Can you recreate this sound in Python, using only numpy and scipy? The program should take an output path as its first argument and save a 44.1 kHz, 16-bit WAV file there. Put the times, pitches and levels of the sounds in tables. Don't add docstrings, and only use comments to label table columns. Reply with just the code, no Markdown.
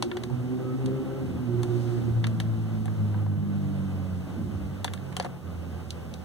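import sys
import numpy as np
from scipy import signal
from scipy.fft import rfft, irfft, next_fast_len
from scipy.io import wavfile

SR = 44100
rng = np.random.default_rng(int(sys.argv[2]) if len(sys.argv) > 2 else 0)


def file_out(sig):
    cols = np.atleast_2d(sig).T
    lim = np.clip(cols, -1, 1)
    pcm = np.round(lim * 32767).astype(np.int16)
    wavfile.write(sys.argv[1], SR, pcm)


N = 275184
TIME = np.arange(N) / SR


def from_db(db):
    return 10 ** (np.asarray(db) / 20)


def rms_one(x):
    return x / np.sqrt(np.mean(x ** 2) + 1e-20)


def attack_one(x):
    return x / np.sqrt(np.mean(x[:, :round(.015 * SR)] ** 2))


def automation(rows):
    times, *columns = np.transpose(rows)
    return [np.interp(TIME, times, column) for column in columns]


def at_hz(points, hz):
    known, values = np.transpose(points)
    return np.interp(np.log(hz + 1e-9), np.log(known), values)


def humps(where, rows):
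    return sum(height * np.exp(-((where - centre) / width) ** 2) for centre, width, height in rows)


def panned(left_db):
    return from_db(np.array([[1], [-1]]) * left_db / 2)


def drift(rate_hz):
    hop, run_in = 40, 2000
    pole = np.exp(-2 * np.pi * hop * rate_hz / SR)
    noise = rng.standard_normal(N // hop + run_in + 2)
    slow = signal.lfilter([1], [1, -2 * pole, pole * pole], noise)[run_in:]
    return np.interp(np.arange(N) / hop, np.arange(len(slow)), rms_one(slow))


def stereo_noise(alike, size):
    mid, side = rng.standard_normal((2, size))
    return np.sqrt((1 + alike) / 2) * mid + np.sqrt((1 - alike) / 2) * side * [[1], [-1]]


def coloured(eq, alike, ripple_db):
    size = next_fast_len(N)
    hz = np.arange(size // 2 + 1) * SR / size
    ripple_hz = np.geomspace(300, 16000, 260)
    ripple = np.interp(hz, ripple_hz, rng.standard_normal(len(ripple_hz)), left=0)
    gain = from_db(at_hz(eq, hz) + ripple_db * ripple)
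    return rms_one(irfft(rfft(stereo_noise(alike, size)) * gain, size)[:, :N])


def resonate(x, hz, width_hz):
    r = np.exp(-np.pi * width_hz / SR)
    return signal.lfilter([1, 0, -1], [1, -2 * r * np.cos(2 * np.pi * hz / SR), r * r], x)


def resonate_twice(x, hz, width_hz):
    return resonate(resonate(x, hz, width_hz), hz, width_hz)


def engine_tone(cycles, scatter, flutter):
    uneven = flutter * (drift(13.2) + 1j * drift(11.7))
    mics = [np.exp(1j * scatter * drift(1.02)) * (1 + uneven + flutter * drift(15.2)) for _ in range(2)]
    left_lead = np.array([[0.12], [0]])
    tone = np.exp(2j * np.pi * (cycles + rng.random() + left_lead))
    return rms_one(np.real(np.array(mics) * tone))


def echo_fading(depth_db=1.6, rate_hz=5.5):
    shared = drift(rate_hz)
    sway = np.array([shared + drift(rate_hz) for _ in range(2)]) / np.sqrt(2)
    return rms_one(from_db(depth_db * sway))


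def coasting(from_s=2.145, closing_s=0.039):
    return np.clip((TIME - from_s) / closing_s, 0, 1)


# (time [s], firing rate [Hz])
ENGINE_PITCH = [(0.0, 117.7), (0.8, 130), (1.15, 133.3), (1.3, 130.1), (1.5, 119.5), (1.9, 118.5),
                (2.3, 112.8), (2.7, 109.1), (3.9, 95.8), (4.2, 90.7), (4.45, 97.43), (4.9, 95.5),
                (5.2, 88.73), (5.9, 82.55), (6.24, 82.86)]
# (time [s], upper-order gain [dB], roughness [0-1])
ENGINE_PASS = [(0, -5, 0.8), (.9, 0, 0.64), (1.6, 0, 0.49), (2.7, -1, 0.26), (3.9, 0, 0.32),
               (4.7, -8, 0.57), (6.24, -14.5, 0.28)]
def engine():
    firing_hz, = automation(ENGINE_PITCH)
    near_db, rough = automation(ENGINE_PASS)
    burble = burble_envelope()
    burble /= burble.max()
    rough = rough + 0.091 * burble
    near_db = near_db - 3.5 * burble
    cycles = np.cumsum(firing_hz) / SR
    return boom(cycles, rough) + upper_orders(cycles, firing_hz, near_db, rough) + whine(cycles, rough)


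# (time [s], level before trim [dB])
BOOM_LEVEL = [(0, -38), (.17, -43), (.35, -25), (.5, -35.5), (.95, -28.5), (1.05, -32.5), (1.33, -39),
              (1.5, -24), (1.9, -28), (2.18, -22.5), (2.55, -26.5), (2.83, -29.5), (2.99, -24.5),
              (3.24, -22), (3.42, -30.5), (4.18, -31), (4.28, -44), (4.55, -34.5), (5.12, -40), (5.33, -54),
              (5.46, -34.5), (5.9, -36), (6.24, -40.5)]
# (time [s], left minus right [dB])
BOOM_BALANCE = [(0, 3), (.35, -6.5), (.55, -1), (1.3, 3), (1.5, -5.5), (1.98, -10.5), (2.13, 0), (2.55, 4),
                (2.8, -6), (3.0, 0.5), (3.3, -3.5), (4.2, -3.5), (6.24, -4.5)]
def boom(cycles, rough):
    level_db, = automation(BOOM_LEVEL)
    left_db, = automation(BOOM_BALANCE)
    tone = engine_tone(cycles, scatter=0.35, flutter=0.5 * rough)
    return from_db(level_db - 1.5) * tone * panned(left_db)


# (order [x firing rate], base level pulling [dB], base level coasting [dB])
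STRONG_ORDERS = [(1.5, -50, -34), (2, -35.5, -33), (3, -39.5, -44.5)]
# (order [x firing rate], level against order 3 [dB])
FAINT_ORDERS = [(2.5, -5.5), (4, -20), (6, -20)]
# (centre [Hz], half width [Hz], boost [dB])
ROOM_PEAKS = [(197.4, 3.46, 3), (291.3, 4.7, 6.5), (351.8, 9, 9), (389.5, 6.7, 2.5), (523, 27, 13.5)]
def upper_orders(cycles, firing_hz, near_db, rough):
    out, order_db = 0, {}
    for order, pulling_db, coasting_db in STRONG_ORDERS:
        order_db[order] = near_db + pulling_db + coasting() * (coasting_db - pulling_db)
        gain = from_db(order_db[order] + humps(order * firing_hz, ROOM_PEAKS))
        out += gain * echo_fading() * engine_tone(order * cycles, scatter=0.52, flutter=rough)
    for order, level_db in FAINT_ORDERS:
        gain = from_db(order_db[3] + level_db + humps(order * firing_hz, ROOM_PEAKS))
        out += gain * engine_tone(order * cycles, scatter=1.0, flutter=rough)
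    return out * panned(left_db=-2.5)


# (frequency [Hz], relative level [dB])
RUMBLE_EQ = [(30, -33), (55, -15), (80, 6.5), (130, 3.5), (190, 7.5), (270, 2), (310, -3.5), (355, 1),
             (400, -12.5), (550, -51.5)]
def exhaust_rumble():
    boom_db, = automation(BOOM_LEVEL)
    rumble_db = -43 + 0.23 * (boom_db - boom_db.mean()) + 2 * coasting()
    gain = np.hypot(from_db(rumble_db), burble_envelope())
    return gain * coloured(RUMBLE_EQ, alike=0.61, ripple_db=1.0) * panned(left_db=-2.5)


# (time [s], level before trim [dB])
ROAD_LEVEL = [(0, -50), (1.0, -47.5), (2.4, -49), (4.4, -49.5), (6.24, -50)]
# (frequency [Hz], relative level [dB])
ROAD_EQ = [(25, -6), (60, 3.5), (300, -3), (520, 5.5), (630, -3), (760, -1), (950, -8.5), (1100, -6.5),
           (1350, -7.5), (1800, -15), (2600, -11), (4500, -35.5)]
def road_noise(ride_db):
    level_db, = automation(ROAD_LEVEL)
    flicker_db = 1.1 * drift(11.3)
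    gain = from_db(level_db + 4.0 + ride_db + flicker_db)
    return gain * coloured(ROAD_EQ, alike=0.26, ripple_db=2.5)


# (frequency [Hz], relative level [dB])
AIR_EQ = [(1200, -31), (2400, -1), (3300, 4.5), (4500, 2.5), (6200, 0), (7500, -3), (8600, -0.5),
          (10500, -14), (16000, -34)]
# (time [s], half length [s], gain on the air [dB])
RUB_AND_DIPS = [(1.85, 0.22, 6.5), (3.348, 0.17, -5.5), (5.383, 0.13, -3.5)]
def hush():
    ride_db = humps(TIME, RUB_AND_DIPS)
    road = road_noise(0.43 * ride_db)
    air = from_db(-62 + ride_db) * coloured(AIR_EQ, alike=0.02, ripple_db=1.0)
    hiss = from_db(-65 + 0.24 * ride_db) * stereo_noise(0, N) * panned(left_db=-11.0)
    return road + air + hiss


def contact_force(blow_db=16, snap_s=0.0022, rebound_s=0.0016, rattle_s=0.003, room_s=0.019):
    t = np.arange(SR // 3) / SR
    blow = from_db(blow_db) * (t == 0)
    landing = np.maximum(t - rebound_s * rng.uniform(0.54, 1.4), 0)
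    snap = np.exp(-t / snap_s) + from_db(-9.5) * np.exp(-landing / snap_s) * (landing > 0)
    tail = from_db(-8) * np.exp(-t / rattle_s) + from_db(-14) * np.exp(-t / room_s)
    return blow + snap * stereo_noise(0.023, len(t)) + tail * stereo_noise(0.04, len(t))


# (pitch [Hz], width [Hz], relative level [dB])
PANEL_MODES = [(360, 32, -6), (545, 71, 10), (750, 53, 14.5), (890, 110, 6), (1100, 53, -15),
               (1365, 74, -3.5), (1790, 110, -6.5), (2300, 120, 1.5), (2730, 190, 4.5), (3320, 720, -12),
               (3800, 880, -26), (4580, 220, 12.5), (5780, 1300, 18.5), (8580, 840, 17), (10600, 6000, -30),
               (13700, 3100, -5)]
# (low edge [Hz], high edge [Hz], trim [dB])
PANEL_BANDS = [(320, 776, -13.5), (1254, 1885, -18.5), (2420, 4010, -16.5), (4840, 11700, -21.5)]
BAND_CENTRES_HZ = np.array([np.sqrt(low * high) for low, high, _ in PANEL_BANDS])
def panel_ring(force, bands_db, direct_db=17, vary_db=0.5):
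    low_cut = signal.butter(2, 1400, "high", fs=SR, output="sos")
    ring = from_db(direct_db) * rms_one(signal.sosfilt(low_cut, resonate(force, 2030, 5800)))
    for hz, width_hz, level_db in PANEL_MODES:
        gain = from_db(level_db - vary_db * rng.standard_normal())
        ring += gain * rms_one(resonate(force, hz, width_hz))
    out = 0
    for k, ((low, high, trim_db), level_db) in enumerate(zip(PANEL_BANDS, bands_db)):
        band = signal.butter(2, [low, high], "band", fs=SR, output="sos")
        polarity = (-1) ** k
        out += polarity * from_db(level_db + trim_db) * rms_one(signal.sosfilt(band, ring))
    return out


def struck_spot(force, hz, q=7, rattle_db=-17):
    push = signal.unit_impulse(force.shape[1]) + from_db(rattle_db) * force
    polarity = -(-1) ** sum(low < hz for low, _, _ in PANEL_BANDS)
    return attack_one(polarity * resonate_twice(push, hz, hz / q))


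# (pitch [Hz], width [Hz], relative level [dB])
SPRING_MODES = [(8840, 3400, 7), (12100, 8600, -4)]
def spring_crack(force):
    return attack_one(sum(from_db(db) * rms_one(resonate_twice(force, hz, width_hz))
                          for hz, width_hz, db in SPRING_MODES))


def click(at_s, crack_db, rings, bands_db):
    force = contact_force()
    hit = panel_ring(force, bands_db)
    hit += sum(from_db(db) * struck_spot(force, hz) for hz, db in rings)
    hit += from_db(crack_db) * spring_crack(force)
    placed = np.pad(hit, ((0, 0), (round(at_s * SR), N)))[:, :N]
    return placed * panned(left_db=3.0)


# (time [s], snap [dB], brightness [dB/octave], knock [dB],
# crack [dB], low ring [Hz], its level [dB], high ring [Hz], its level [dB])
CLICK_CUES = [(0.025, -31, 0, -34, -56, 805, -37, 3380, -47),
              (0.115, -45, -11, -47, -67.5, 1750, -50, 3470, -54),
              (0.1695, -43.5, -5.5, -44, -56, 1960, -52, 3320, -52),
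              (0.236, -43.5, -1, -51, -53.5, 1100, -50.5, 3800, -57),
              (0.299, -67, -2, -41.5, -75, 845, -48, 1650, -64),
              (0.86, -48, 3, -58, -68, 1860, -65, 3620, -58),
              (1.632, -43.5, 0.5, -47, -48, 1050, -48, 1680, -58),
              (2.2418, -38.5, -6.5, -56, -65, 1810, -44, 3460, -44.5),
              (2.2689, -42.5, -1.5, -54, -50, 1260, -60, 1920, -58),
              (2.401, -37.5, -3, -45.5, -47.5, 1750, -71, 6000, -70),
              (2.8566, -54.5, -5, -45, -54, 1790, -70, 3500, -64),
              (2.88, -61.5, -15, -47, -77, 1100, -51.5, 1690, -54),
              (3.143, -62, -14, -47, -79, 960, -49, 1540, -52),
              (3.263, -62, -10, -47, -78, 932, -50, 1400, -64),
              (4.8446, -33.5, -1.5, -34, -39, 890, -36, 3420, -44),
              (4.8785, -49, -14, -55, -72, 1300, -58, 3416, -49),
              (4.9363, -42.5, -4.5, -59, -46.5, 1590, -50, 3648, -58),
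              (4.976, -59, -8, -63, -75, 1800, -61, 3700, -65),
              (5.1667, -37, -2, -40, -41, 1030, -45, 3200, -40),
              (5.199, -35.5, -2.5, -31.5, -64, 757, -33.5, 4470, -40),
              (5.2085, -52, -13, -40, -72, 673, -46, 1170, -52),
              (5.225, -59, 10, -62, -59, 1700, -64, 3380, -61),
              (5.247, -48.5, -0.5, -33, -69, 805, -50, 1700, -50),
              (5.2612, -62, -14, -38, -74, 1100, -47, 1550, -49)]
def knob_clicks():
    octaves_from_snap = np.log2(BAND_CENTRES_HZ[1:] / BAND_CENTRES_HZ[2])
    out = 0
    for at_s, snap_db, tilt, knock_db, crack_db, low_hz, low_db, high_hz, high_db in CLICK_CUES:
        rings = [(low_hz, low_db), (high_hz, high_db)]
        bands_db = [knock_db, *(snap_db + tilt * octaves_from_snap)]
        out += click(at_s, crack_db, rings, bands_db)
    return out


# (time [s], level before trim [dB])
WHINE_LEVEL = [(0, -99), (.5, -69), (.69, -35.5), (.8, -54), (1.2, -46), (1.5, -92)]
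def whine(cycles, rough, order=10):
    level_db, = automation(WHINE_LEVEL)
    gain = from_db(level_db - 10.5) * echo_fading()
    return gain * engine_tone(order * cycles, scatter=0.74, flutter=0.5 * rough)


# (time [s], half length [s], burble level [dB], throb pitch [Hz], throb level [dB])
BURBLE_CUES = [(1.33, 0.12, -33, 87.5, -39), (2.084, 0.058, -34.5, 82.1, -30), (4.422, 0.14, -33, 115, -43),
               (4.634, 0.14, -48, 73.77, -37)]
def burble_envelope():
    return humps(TIME, [(at_s, half_s, from_db(db)) for at_s, half_s, db, _, _ in BURBLE_CUES])


def pipe_throbs():
    out = 0
    for at_s, half_s, _, hz, db in BURBLE_CUES:
        swell = humps(TIME, [(at_s, half_s, from_db(db))])
        out += swell * engine_tone(hz * TIME, scatter=0.89, flutter=0.35)
    return out


# (time [s], level [dB])
SLIDE_LEVEL = [(5.10, -102), (5.125, -47), (5.16, -69), (5.205, -62), (5.24, -46), (5.265, -50),
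               (5.30, -95)]
# (frequency [Hz], relative level [dB])
SLIDE_EQ = [(250, -22), (550, -37), (850, -1), (1400, -8.5), (2500, -6), (3400, -20), (6500, -26),
            (8800, -23), (11000, -31), (16000, -45)]
def thumb_slide(stick_db=5.0):
    level_db, = automation(SLIDE_LEVEL)
    return from_db(level_db + stick_db * drift(120)) * coloured(SLIDE_EQ, alike=0.28, ripple_db=2.5)


# (time [s], level before EQ and trim [dB])
TICK_CUES = [(5.9055, -42), (6.1395, -49.5)]
# (frequency [Hz], gain [dB])
TICK_EQ = [(500, -31), (1500, -22), (3400, 7.5), (8100, 1)]
def shaft_ticks(ring_hz=3827):
    eq_db = at_hz(TICK_EQ, BAND_CENTRES_HZ)
    return sum(click(at_s, crack_db=db - 8, rings=[(ring_hz, db - 13)], bands_db=db + eq_db)
               for at_s, db in TICK_CUES)


def scene():
    knob = knob_clicks() + shaft_ticks() + thumb_slide()
    return knob + engine() + exhaust_rumble() + hush() + pipe_throbs()


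# (frequency [Hz], share of the other channel [0-1])
WIDENER = [(100, 0.15), (500, 0.17), (1200, 0.48), (2500, 0.86), (5000, 0.48), (7500, 0.32), (11000, 0.007),
           (16000, 0.04)]
def record(dry):
    delay_s, cutoff_hz = 0.0004, 15800
    size = next_fast_len(N + SR // 10)
    hz = np.arange(size // 2 + 1) * SR / size
    share = at_hz(WIDENER, hz)
    spectra = rfft(dry, size)
    crossfeed = share * np.exp(-2j * np.pi * hz * delay_s) * spectra[::-1]
    wide = (spectra - crossfeed) / np.sqrt(1 + share ** 2)
    low_pass = signal.ellip(10, .1, 80, cutoff_hz, fs=SR, output="sos")
    return signal.sosfilt(low_pass, irfft(wide, size)[:, :N])


dry = scene()
out = record(dry)
file_out(out)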